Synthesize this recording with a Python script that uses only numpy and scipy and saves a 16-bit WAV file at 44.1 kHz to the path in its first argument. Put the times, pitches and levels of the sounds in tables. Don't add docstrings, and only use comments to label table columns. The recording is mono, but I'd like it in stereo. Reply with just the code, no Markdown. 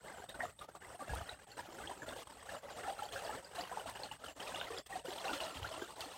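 import sys
import numpy as np
from scipy import signal
from scipy.io import wavfile
from scipy.ndimage import uniform_filter1d

SR = 44100
rng = np.random.default_rng(int(sys.argv[2]) if len(sys.argv) > 2 else 0)


def file_out(sig):
    cols = np.atleast_2d(sig).T
    lim = np.clip(cols, -1, 1)
    pcm = np.round(lim * 32767).astype(np.int16)
    wavfile.write(sys.argv[1], SR, pcm)


N = 272097
TIME = np.arange(N) / SR

# frequency in Hz, difference in dB.
BALANCE_DB = [(40, -5), (100, 2.5), (300, 4.5), (500, -2), (800, 5), (1250, 7), (2000, 1.5), (3200, 8),
              (5000, 6), (6500, 5.5), (9500, -2.5), (15000, 5)]
# time in seconds, delay of the left microphone in ms.
LEFT_LAG_MS = [(0, 0.44), (3.4, 0.38), (4.7, 0.38), (6.17, 0.24)]


def from_db(db):
    return 10 ** (np.asarray(db) / 20)


def rms_one(x):
    return x / np.sqrt(np.mean(x ** 2) + 1e-20)


def in_time(rows):
    s, *columns = np.transpose(rows)
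    return [np.interp(TIME, s, c) for c in columns]


def at_hz(points, hz):
    table_hz, table_db = np.transpose(points)
    return np.interp(np.log(hz), np.log(table_hz), table_db)


def drift(rate_hz):
    r = np.exp(-80 * np.pi * rate_hz / SR)
    white = rng.standard_normal(N // 40 + 2002)
    slow = signal.lfilter([1], [1, -2 * r, r * r], white)[2000:]
    return np.interp(np.arange(N) / 40, np.arange(len(slow)), rms_one(slow))


def ear_gains(pan_db):
    return rms_one(from_db([[pan_db / 2], [-pan_db / 2]]))


def wash(spectrum, patchy_db):
    # frequency in Hz, correlation from -1 to 1.
    likeness = [(150, 0.12), (400, 0.12), (1500, 0.048), (2400, 0.056), (4000, 0.22), (6000, 0.017)]
    low_end, high_end = spectrum[0][0], spectrum[-1][0]
    count = int(3 * np.log2(high_end / low_end))
    edges = np.geomspace(low_end, high_end, count + 1)
    white = rng.standard_normal((2, 2, N))
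    out = np.zeros((2, N))
    for k, (low, high) in enumerate(zip(edges, edges[1:])):
        band = signal.butter(2, [low, high], "band", fs=SR, output="sos")
        mid, side = signal.sosfilt(band, white[k % 2])
        hz = np.sqrt(low * high)
        alike = np.clip(at_hz(likeness, hz), -1, 1)
        stereo = np.sqrt(1 + alike) * mid + np.sqrt(1 - alike) * side * [[1], [-1]]
        gain = from_db(at_hz(spectrum, hz) + patchy_db * drift(26.0))
        out += gain * ear_gains(at_hz(BALANCE_DB, hz)) * stereo
    lag_s = in_time(LEFT_LAG_MS)[0] / 1000
    out[0] = np.interp(TIME - lag_s, TIME, out[0])
    return rms_one(out)


def add_bubble(out, s, hz, gain, t60_s, rise, pan_db, lag_ms):
    start = int(np.clip(s * SR, 0, N - 1))
    length = min(int(t60_s * SR), N - start)
    lag_s = (np.interp(s, *np.transpose(LEFT_LAG_MS)) + lag_ms) / 1000
    age = np.maximum(np.arange(length) / SR - [[lag_s], [0]], 0)
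    envelope = from_db(-60 * age / t60_s) * (1 - np.exp(-age * hz / 1.5))
    tone = np.sin(2 * np.pi * hz * age * (1 + rise * age / t60_s / 2))
    pan = ear_gains(at_hz(BALANCE_DB, hz) + pan_db)
    out[:, start:start + length] += gain * pan * envelope * tone


def bubble_swarm(spectrum, count, cycles, size_db, rise, scatter_ms, pan_db):
    out = np.zeros((2, N))
    low, high = spectrum[0][0], spectrum[-2][0]
    for when, pitch, *chance in rng.random((count, 7)):
        size, damping, climb, side, place = np.sqrt(12) * (np.array(chance) - .5)
        hz = low * (high / low) ** pitch
        gain = hz * from_db(at_hz(spectrum, hz) + size_db * size)
        t60_s = cycles / hz * from_db(4.5 * damping)
        add_bubble(out, when * N / SR, hz, gain, t60_s, rise * (1 + climb), pan_db * side, scatter_ms * place)
    return rms_one(out)


def steady(x, size):
    return x / np.sqrt(uniform_filter1d(np.mean(x ** 2, axis=0), size=size) + 1e-4)


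def surge(s, length, attack_s, sag_db_per_s, release_db_per_s):
    age = np.maximum(TIME - s, 0)
    fall_db = sag_db_per_s * np.minimum(age, length) + release_db_per_s * np.clip(age - length, 0, 1)
    return np.minimum(age / attack_s, 1) * from_db(-fall_db)


def flow_db(ripple_db, ripple_hz, return_s):
    # time in seconds, gurgle in dB, spray in dB.
    current = [(0, -46, -57), (1.1, -45.5, -55), (1.7, -45, -55), (2.4, -46.5, -55), (3.2, -42.5, -52),
               (4.3, -46.5, -54), (5.3, -44, -52), (6.17, -44, -48)]
    # crest in seconds, length in seconds, gurgle in dB, spray in dB.
    wavelets = [(0.04, 0.25, -42, -56), (0.294, 0.014, -44.5, -51.5), (0.342, 0.025, -39.5, -60),
                (0.392, 0.019, -36, -63), (0.426, 0.037, -40.5, -51.5), (0.499, 0.015, -42.5, -51),
                (0.592, 0.058, -50, -59), (0.688, 0.012, -41, -59), (0.752, 0.017, -45, -59),
                (0.802, 0.16, -42.5, -63), (1.013, 0.015, -40.5, -73), (1.063, 0.16, -46.5, -55.5),
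                (1.274, 0.056, -43.5, -55.5), (1.571, 0.034, -39, -52), (1.783, 0.06, -42, -55.5),
                (1.851, 0.081, -44, -57.5), (2.029, .012, -42.5, -69), (2.084, 0.058, -40.5, -53),
                (2.162, 0.067, -46.5, -50), (2.301, 0.012, -40.5, -50.5), (2.456, 0.07, -45.5, -51.5),
                (2.517, 0.038, -40, -62), (2.634, 0.096, -42.5, -57), (2.767, 0.039, -40, -53),
                (2.827, 0.045, -41, -67), (2.875, 0.023, -39, -55), (2.976, 0.083, -42, -52.5),
                (3.124, 0.078, -43, -47), (3.223, .17, -40.5, -53.5), (3.549, 0.07, -41.5, -49),
                (3.697, 0.074, -43.5, -58), (3.76, 0.059, -41.5, -53), (3.871, 0.035, -40, -53),
                (3.954, 0.017, -40, -51), (3.992, 0.07, -41.5, -52.5), (4.12, 0.042, -46, -51.5),
                (4.208, .04, -47, -65), (4.243, 0.069, -43.5, -50), (4.364, 0.023, -46.5, -54),
                (4.402, 0.29, -41.5, -50), (4.613, 0.37, -44.5, -53.5), (4.865, 0.0093, -53, -42),
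                (4.896, 0.055, -47.5, -59), (4.945, 0.052, -49, -51), (5.053, 0.32, -42, -48),
                (5.24, 0.082, -36, -47), (5.33, 0.022, -41.5, -42.5), (5.401, 0.11, -43, -48.5),
                (5.545, 0.015, -49, -45), (5.737, 0.098, -42, -51), (6.007, 0.015, -54, -49)]
    # its return in seconds, length in seconds, depth in dB.
    ebbs = [(0.295, 0.051, 8.5), (0.35, .016, 11), (0.595, 0.1, 9.5), (0.689, 0.041, 8),
            (0.754, 0.063, 4.5), (0.813, 0.043, 12), (0.998, 0.053, 4.5), (1.399, 0.069, 3.5),
            (1.475, 0.033, 12), (2.065, 0.017, 6), (2.263, 0.032, 8), (2.631, 0.049, 5),
            (3.521, 0.047, 4.5), (3.942, 0.029, 2), (4.199, 0.038, 8), (4.36, 0.035, 11.5),
            (4.867, 0.066, 17), (4.9, 0.048, 8.5), (5.049, 0.034, 4.5), (5.696, 0.014, 3),
            (5.967, 0.035, 5.5)]
    break_s, sag_db_per_s, sink_db_per_s = .006, 6, 326
    power = from_db(in_time(current)) ** 2
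    for s, length, gurgle_db, spray_db in wavelets:
        shape = surge(s - break_s, length, break_s, sag_db_per_s, sink_db_per_s)
        power += (from_db([[gurgle_db], [spray_db]]) * shape) ** 2
    ebb_db = np.zeros(N)
    for s, length, depth in ebbs:
        corners_s = [s - length, s - length / 2, s - return_s, s - return_s / 2]
        ebb_db += np.interp(TIME, corners_s, [0, depth, depth, 0])
    return 10 * np.log10(power) - ebb_db + ripple_db * drift(ripple_hz)


def gurgle():
    # frequency in Hz, relative level in dB.
    gurgle_spectrum = [(170, -10.5), (260, -36), (400, -8.5), (560, -3.5), (760, -1), (1050, -5.5),
                       (1400, -4.5), (1900, -14.5), (2250, -37), (2800, -22)]
    # frequency in Hz, relative level in dB.
    glug_spectrum = [(190, -25), (250, -1.5), (320, -1.5), (410, -1.5), (500, -18)]
    # time in seconds, glug level in dB before the flow gain.
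    glug_level = [(0, -22), (.8, -17), (1.4, -20.5), (2.0, -11.5), (2.6, -23.5), (3.6, -19.5), (4.4, -17.5),
                  (5.2, -15), (6.17, -17.5)]
    body = bubble_swarm(gurgle_spectrum, count=5000, cycles=43.5, size_db=2.0, rise=0.282,
                        scatter_ms=0.036, pan_db=7.5)
    body += from_db(-9.0) * wash(gurgle_spectrum, patchy_db=2.0)
    glugs = bubble_swarm(glug_spectrum, count=700, cycles=21.7, size_db=2, rise=0.213,
                         scatter_ms=0.035, pan_db=23.5)
    return from_db(-4.0) * steady(body, size=1300) + from_db(in_time(glug_level)[0]) * glugs


def spray():
    # frequency in Hz, relative level in dB.
    spray_spectrum = [(1700, 7.5), (2250, -6.5), (2750, 6.5), (3600, -1.5), (4600, -2.5), (6000, -8.5),
                      (9000, -11), (16000, -58)]
    # frequency in Hz, relative level in dB.
    plink_spectrum = [(2400, -3), (3000, 3.5), (4200, 1), (5600, -11), (7000, -20)]
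    spit = bubble_swarm(spray_spectrum, count=7500, cycles=66, size_db=3.0, rise=0.142,
                        scatter_ms=0.088, pan_db=3)
    plinks = bubble_swarm(plink_spectrum, count=380, cycles=61, size_db=2.6, rise=0.11,
                          scatter_ms=0.03, pan_db=2)
    mist = wash(spray_spectrum, patchy_db=2.0)
    return from_db(-7.0) * spit + from_db(-6.0) * mist + from_db(-10.5) * plinks


def fizz(spray_db):
    # frequency in Hz, relative level in dB.
    fizz_spectrum = [(3500, -9.5), (6000, 2.5), (8500, 0), (11000, -3), (13000, -13.5), (16000, 11)]
    return from_db(-26 + 0.67 * spray_db) * wash(fizz_spectrum, patchy_db=1.5)


def far_river():
    # frequency in Hz, relative level in dB.
    far_spectrum = [(1500, 2), (4000, -6), (8000, -23), (16000, -4)]
    return from_db(-69.5) * wash(far_spectrum, patchy_db=4.5)


def drops(level_db, per_s, small_db, low_hz):
    # time in seconds, level in dB # before level_db.
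    set_drops = [(0.294, -31), (.591, -57), (1.152, -26), (2.1011, -34), (3.123, -35), (3.898, -27),
                 (6.0066, -26)]
    ticks = (rng.random(N) < per_s / SR) * from_db(small_db + 1.7 * rng.standard_normal(N))
    for s, db in set_drops:
        ticks[int(s * SR)] = from_db(db + level_db)
    age = np.arange(260) / SR
    spatter = rng.standard_normal((2, len(age))) * np.exp(-age / 0.0012)
    sound = signal.fftconvolve(ticks[None], spatter, axes=1)[:, :N]
    return signal.sosfilt(signal.butter(2, low_hz, "high", fs=SR, output="sos"), sound)


def plops(level_db, pan_db, scatter_ms):
    # start in seconds, pitch in Hz, level in dB before level_db, t60 in seconds,
    # share by which the pitch climbs over the t60.
    bubbles = [(.082, 2010, -35, 0.029, .1), (0.289, 3610, -37.5, 0.062, 0.42),
               (.402, 1390, -29, .015, 0.39), (.405, 1745, -18, 0.019, 0.45), (.407, 850, -21, 0.019, 0.19),
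               (.431, 708, -22.5, 0.086, 0.072), (0.453, 1190, -19.5, 0.021, .2),
               (0.59, 3620, -31.5, 0.018, 0.27), (0.611, 1183, -29, 0.11, 0.24),
               (0.684, 1340, -38, 0.043, .1), (.75, 1140, -26.5, 0.022, .1),
               (0.847, 1960, -34, 0.033, 0.15), (.892, 5500, -40, .012, .3), (.992, 750, -30, 0.055, 0.11),
               (1.004, 1142, -31.5, 0.1, 0.24), (1.02, 563, -37, 0.057, .1), (1.079, 605, -31, .05, 0.11),
               (1.092, 1643, -36, 0.092, 0.066), (1.134, 860, -15, 0.016, 0.16),
               (1.158, 1250, -27, .035, 0.11), (1.207, 677, -33, 0.054, 0.11),
               (1.212, 1154, -27, 0.031, .3), (1.293, 3810, -29, 0.017, 0.17), (1.334, 2670, -39, .018, .2),
               (1.516, 4200, -36, 0.025, 0.29), (1.589, 930, -27, .041, 0.21),
               (1.594, 1680, -28.5, 0.016, 0.23), (1.873, 3040, -30, 0.021, .5),
               (1.894, 720, -26, 0.036, 0.24), (1.91, 970, -24, 0.037, .1),
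               (2.019, 1650, -28, 0.023, 0.089), (2.025, 294, -31.5, 0.033, 0.13),
               (2.064, 1388, -28.5, 0.069, 0.042), (2.089, 3520, -28.5, 0.013, 0.16),
               (2.117, 390, -34, 0.027, 0.43), (2.161, 510, -30.5, 0.039, .1),
               (2.269, 1030, -28, 0.026, 0.36), (2.309, 4800, -40, 0.012, 0.32),
               (2.368, 750, -33, 0.03, .3), (2.403, 4900, -39, .014, .3), (2.426, 1080, -31, 0.039, 0.26),
               (2.491, 1663, -31, 0.025, .2), (2.512, 2750, -43, 0.018, .1),
               (2.645, 564, -37.5, 0.16, 0.078), (2.697, 1020, -31.5, 0.034, 0.32),
               (2.697, 4680, -36, 0.0099, .12), (2.703, 4000, -42, .014, .15),
               (2.711, 520, -37, 0.055, 0.16), (2.843, 1280, -32, 0.071, 0.27),
               (2.853, 770, -31.5, 0.059, 0.12), (2.879, 783, -25.5, 0.15, 0.073),
               (2.898, 3170, -28, 0.019, .3), (2.902, 660, -20.5, 0.024, 0.2),
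               (2.903, 4500, -40, 0.012, .3), (2.986, 3900, -32.5, 0.014, .3), (2.99, 1320, -28, .04, .1),
               (3.021, 818, -24, 0.085, 0.081), (3.049, 3900, -41, .012, .3),
               (3.054, 4380, -34.5, 0.015, 0.18), (3.088, 3180, -34.5, 0.018, .3),
               (3.123, 6500, -35, .01, .2), (3.133, 4750, -48, 0.012, .15), (3.153, 534, -32, 0.082, 0.066),
               (3.16, 1560, -28.5, 0.069, 0.26), (3.248, 613, -25.5, 0.052, 0.47),
               (3.247, 4960, -38.5, 0.012, .1), (3.25, 4430, -39, 0.027, .08), (3.281, 2850, -41, .02, .12),
               (3.292, 816, -25.5, 0.042, 0.19), (3.324, 1310, -32, 0.056, 0.09),
               (3.349, 3400, -41, .014, .3), (3.446, 4600, -34, .015, 0.5), (3.581, 686, -29, 0.11, 0.28),
               (3.588, 3800, -30, 0.017, 0.5), (3.61, 4430, -29, 0.015, 0.45),
               (3.638, 2980, -34, 0.017, .1), (3.714, 690, -21, 0.019, 0.33), (3.72, 1002, -31, 0.16, .1),
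               (3.772, 846, -15, 0.02, 0.11), (3.797, 2940, -39, 0.032, .08),
               (3.857, 650, -24.5, 0.036, 0.2), (3.86, 834, -32, .04, .1), (3.891, 1975, -36.5, 0.047, .1),
               (3.997, 554, -25, 0.019, 0.09), (4.034, 4100, -23, 0.011, 0.26),
               (4.038, 840, -26, 0.036, .08), (4.113, 2800, -30, 0.019, 0.23),
               (4.112, 874, -29, 0.049, 0.08), (4.237, 1360, -29, 0.037, .05),
               (4.261, 3040, -38, 0.039, 0.07), (4.283, 2900, -36, 0.024, .08),
               (4.473, 2420, -33, 0.019, .12), (4.49, 573, -30, 0.045, .1), (4.541, 730, -27, 0.041, 0.074),
               (4.546, 2800, -31, 0.027, .12), (4.559, 2940, -17, 0.0052, 0.7),
               (4.6, 3530, -25.5, 0.016, .15), (4.613, 1490, -21.5, 0.032, 0.09),
               (4.612, 2720, -19.5, 0.0065, 0.71), (4.643, 3140, -32, 0.019, 0.14),
               (4.669, 1960, -32, 0.02, 0.22), (4.702, 441, -33, 0.13, 0.22),
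               (4.721, 1780, -34, .035, 0.067), (4.775, 3330, -31, 0.018, .15),
               (4.785, 4840, -22.5, 0.0047, 0.36), (4.9, 775, -35, 0.12, 0.077),
               (4.925, 1870, -31.5, .04, 0.054), (4.954, 740, -26, 0.088, 0.074),
               (5.046, 506, -30, 0.057, 0.25), (5.082, 380, -21.5, 0.031, 0.059),
               (5.115, 770, -28, 0.041, 0.068), (5.127, 3100, -29.5, 0.017, 0.57),
               (5.181, 3350, -32, .016, .15), (5.197, 4060, -31, 0.016, .2), (5.248, 2000, -33, 0.018, .12),
               (5.252, 749, -28, 0.11, 0.3), (5.281, 2650, -26, 0.019, 0.13),
               (5.293, 1418, -25, 0.075, 0.33), (5.302, 2700, -33, .02, .12),
               (5.332, 1310, -22.5, .036, 0.22), (5.332, 2890, -30, 0.025, 3.1),
               (5.351, 4200, -30.5, 0.012, .15), (5.403, 2600, -26, 0.015, 1),
               (5.408, 639, -32, 0.092, 0.12), (5.422, 700, -31, .045, .1), (5.571, 3060, -32, 0.013, 0.12),
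               (5.63, 2890, -23.5, 0.0094, 0.66), (5.644, 1280, -28, 0.078, 1.6),
               (5.712, 613, -28, 0.05, 0.13), (5.764, 2700, -32, 0.026, .1),
               (5.778, 627, -30.5, 0.057, .05), (5.819, 1530, -31, 0.04, 0.17),
               (5.82, 354, -18.5, 0.02, .2), (5.905, 1110, -27, 0.019, 0.2), (5.99, 645, -37.5, 0.12, 0.17),
               (6.007, 4400, -15.5, 0.0028, 0.25), (6.014, 2670, -32, 0.018, 0.14)]
    out = np.zeros((2, N))
    chance = rng.standard_normal((len(bubbles), 2))
    for (s, hz, db, t60_s, rise), (side, place) in zip(bubbles, chance):
        add_bubble(out, s, hz, from_db(db + level_db), t60_s, rise, pan_db * side, scatter_ms * place)
    return out


def under_ice(x, wet_db, t60_s):
    age = np.arange(4000) / SR
    tail = rng.standard_normal(len(age)) * from_db(-60 * age / t60_s) * (1 - np.exp(-age / 0.0016))
    tail *= from_db(wet_db) / np.sqrt(np.sum(tail ** 2))
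    return x + signal.fftconvolve(x, tail[None], axes=1)[:, :N]


def river():
    gurgle_db, spray_db = flow_db(ripple_db=1.14, ripple_hz=4.14, return_s=0.012)
    spray_db = spray_db + 0.58 * drift(38)
    edge = from_db(gurgle_db) * gurgle() + from_db(spray_db) * spray() + fizz(spray_db)
    near = under_ice(plops(level_db=-2.0, pan_db=2.0, scatter_ms=0.055), wet_db=-6.0, t60_s=0.28)
    ticks = drops(level_db=-10.0, per_s=36, small_db=-51, low_hz=3500)
    return edge + near + ticks + far_river()


def wind():
    # frequency in Hz, relative level in dB.
    rumble_spectrum = [(25, -77), (50, -1.5), (75, -3), (120, -5), (170, -8), (300, -18)]
    # frequency in Hz, relative level in dB.
    buffet_spectrum = [(35, -27), (55, 9), (100, 8), (180, -9)]
    # start in seconds, length in seconds, relative level in dB.
    gust_rows = [(1.085, 0.11, -50.5), (3.843, 0.038, -66), (4.878, 0.038, -64), (5.549, 0.085, -53.5),
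                 (5.723, 0.047, -69)]
    breeze_db, fade_db_per_s = -58, 0.72
    gusts = np.zeros(N)
    for s, length, db in gust_rows:
        gusts += from_db(db) * surge(s, length, attack_s=0.028, sag_db_per_s=33, release_db_per_s=139)
    breeze = from_db(breeze_db - fade_db_per_s * TIME + 1.35 * drift(9.3))
    rumble = np.hypot(breeze, from_db(-11) * gusts) * wash(rumble_spectrum, patchy_db=3.0)
    return rumble + from_db(8) * gusts * ear_gains(pan_db=24) * wash(buffet_spectrum, patchy_db=4.5)


def electronics_whine(level_db, hold_db, hold_hz):
    # time in seconds, pitch in Hz.
    top_pitch = [(0.0, 8200), (0.35, 8430), (0.6, 8380), (0.8, 8200), (1.0, 8600), (1.15, 8600),
                 (1.3, 8400), (2.1, 8390), (2.35, 8270), (3.1, 8400), (3.3, 8190), (3.5, 8190), (3.8, 8390),
                 (4.5, 8420), (5.3, 8360), (6.17, 8370)]
    # time in seconds, sag depth in Hz before random variation.
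    sag_depth = [(0, 950), (.7, 950), (1.1, 1350), (1.5, 950), (2.3, 550), (3.0, 800), (3.5, 520),
                 (6.17, 560)]
    # start in seconds, end in seconds.
    holds = [(.165, .222), (.437, .49), (1.085, 1.098), (1.49, 1.56), (1.72, 1.76), (1.98, 2.072),
             (2.56, 2.61), (2.71, 2.768), (3.04, 3.078), (3.59, 3.615), (3.94, 3.958), (4.122, 4.138),
             (4.285, 4.373), (4.535, 4.56), (4.75, 4.83), (5.07, 5.125), (5.512, 5.572), (5.787, 5.858)]
    sags_per_s, sag_sharpness, jitter_hz, thin_db = 33, 2.3, 75, 6
    every_s = .995
    first_rest_s, rest_s, first_pause_s, pause_s = .62, .095, .21, .025
    cycles = np.cumsum(sags_per_s * (1 + 0.22 * drift(12))) / SR
    sag = (1 - np.abs(np.sin(np.pi * cycles))) ** sag_sharpness * from_db(3.5 * drift(20))
    pitch = in_time(top_pitch)[0] - in_time(sag_depth)[0] * sag
    not_resting = (TIME - first_rest_s) % every_s > rest_s
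    not_paused = (TIME - first_pause_s) % every_s > pause_s
    level = from_db(level_db - thin_db * sag) * (not_resting & not_paused)
    for start, end in holds:
        held = (TIME >= start) & (TIME < end)
        pitch[held], level[held] = hold_hz, from_db(hold_db)
    jitter = jitter_hz * (drift(60) + 4 * drift(1000))
    tone = np.sin(2 * np.pi * np.cumsum(pitch + jitter) / SR)
    flicker = from_db(2.0 * drift(190))
    return uniform_filter1d(level, size=130) * flicker * tone * from_db([[0], [-20]])


def scene():
    return river() + wind() + electronics_whine(level_db=-52.5, hold_db=-55, hold_hz=7320)


def suppressor(x, threshold_db, slope, deepest_db, response_hz, close_db_per_s):
    r = np.exp(-2 * np.pi * response_hz / SR)
    power = signal.lfilter([1 - r], [1, -r], np.mean(x ** 2, axis=0))
    level_db = 10 * np.log10(power + 1e-12)
    gain_db = np.clip(slope * (level_db - threshold_db), -deepest_db, 0)
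    closing_db = close_db_per_s * TIME
    gain_db = np.maximum.accumulate(gain_db + closing_db) - closing_db
    return x * from_db(uniform_filter1d(gain_db, size=100))


def record(dry):
    quiet = suppressor(dry, threshold_db=-41.0, slope=0.97, deepest_db=16, response_hz=49.5,
                       close_db_per_s=902)
    low_pass = signal.ellip(10, .1, 70, 15850, fs=SR, output="sos")
    return signal.sosfilt(low_pass, quiet)


dry = scene()
out = record(dry)
file_out(out)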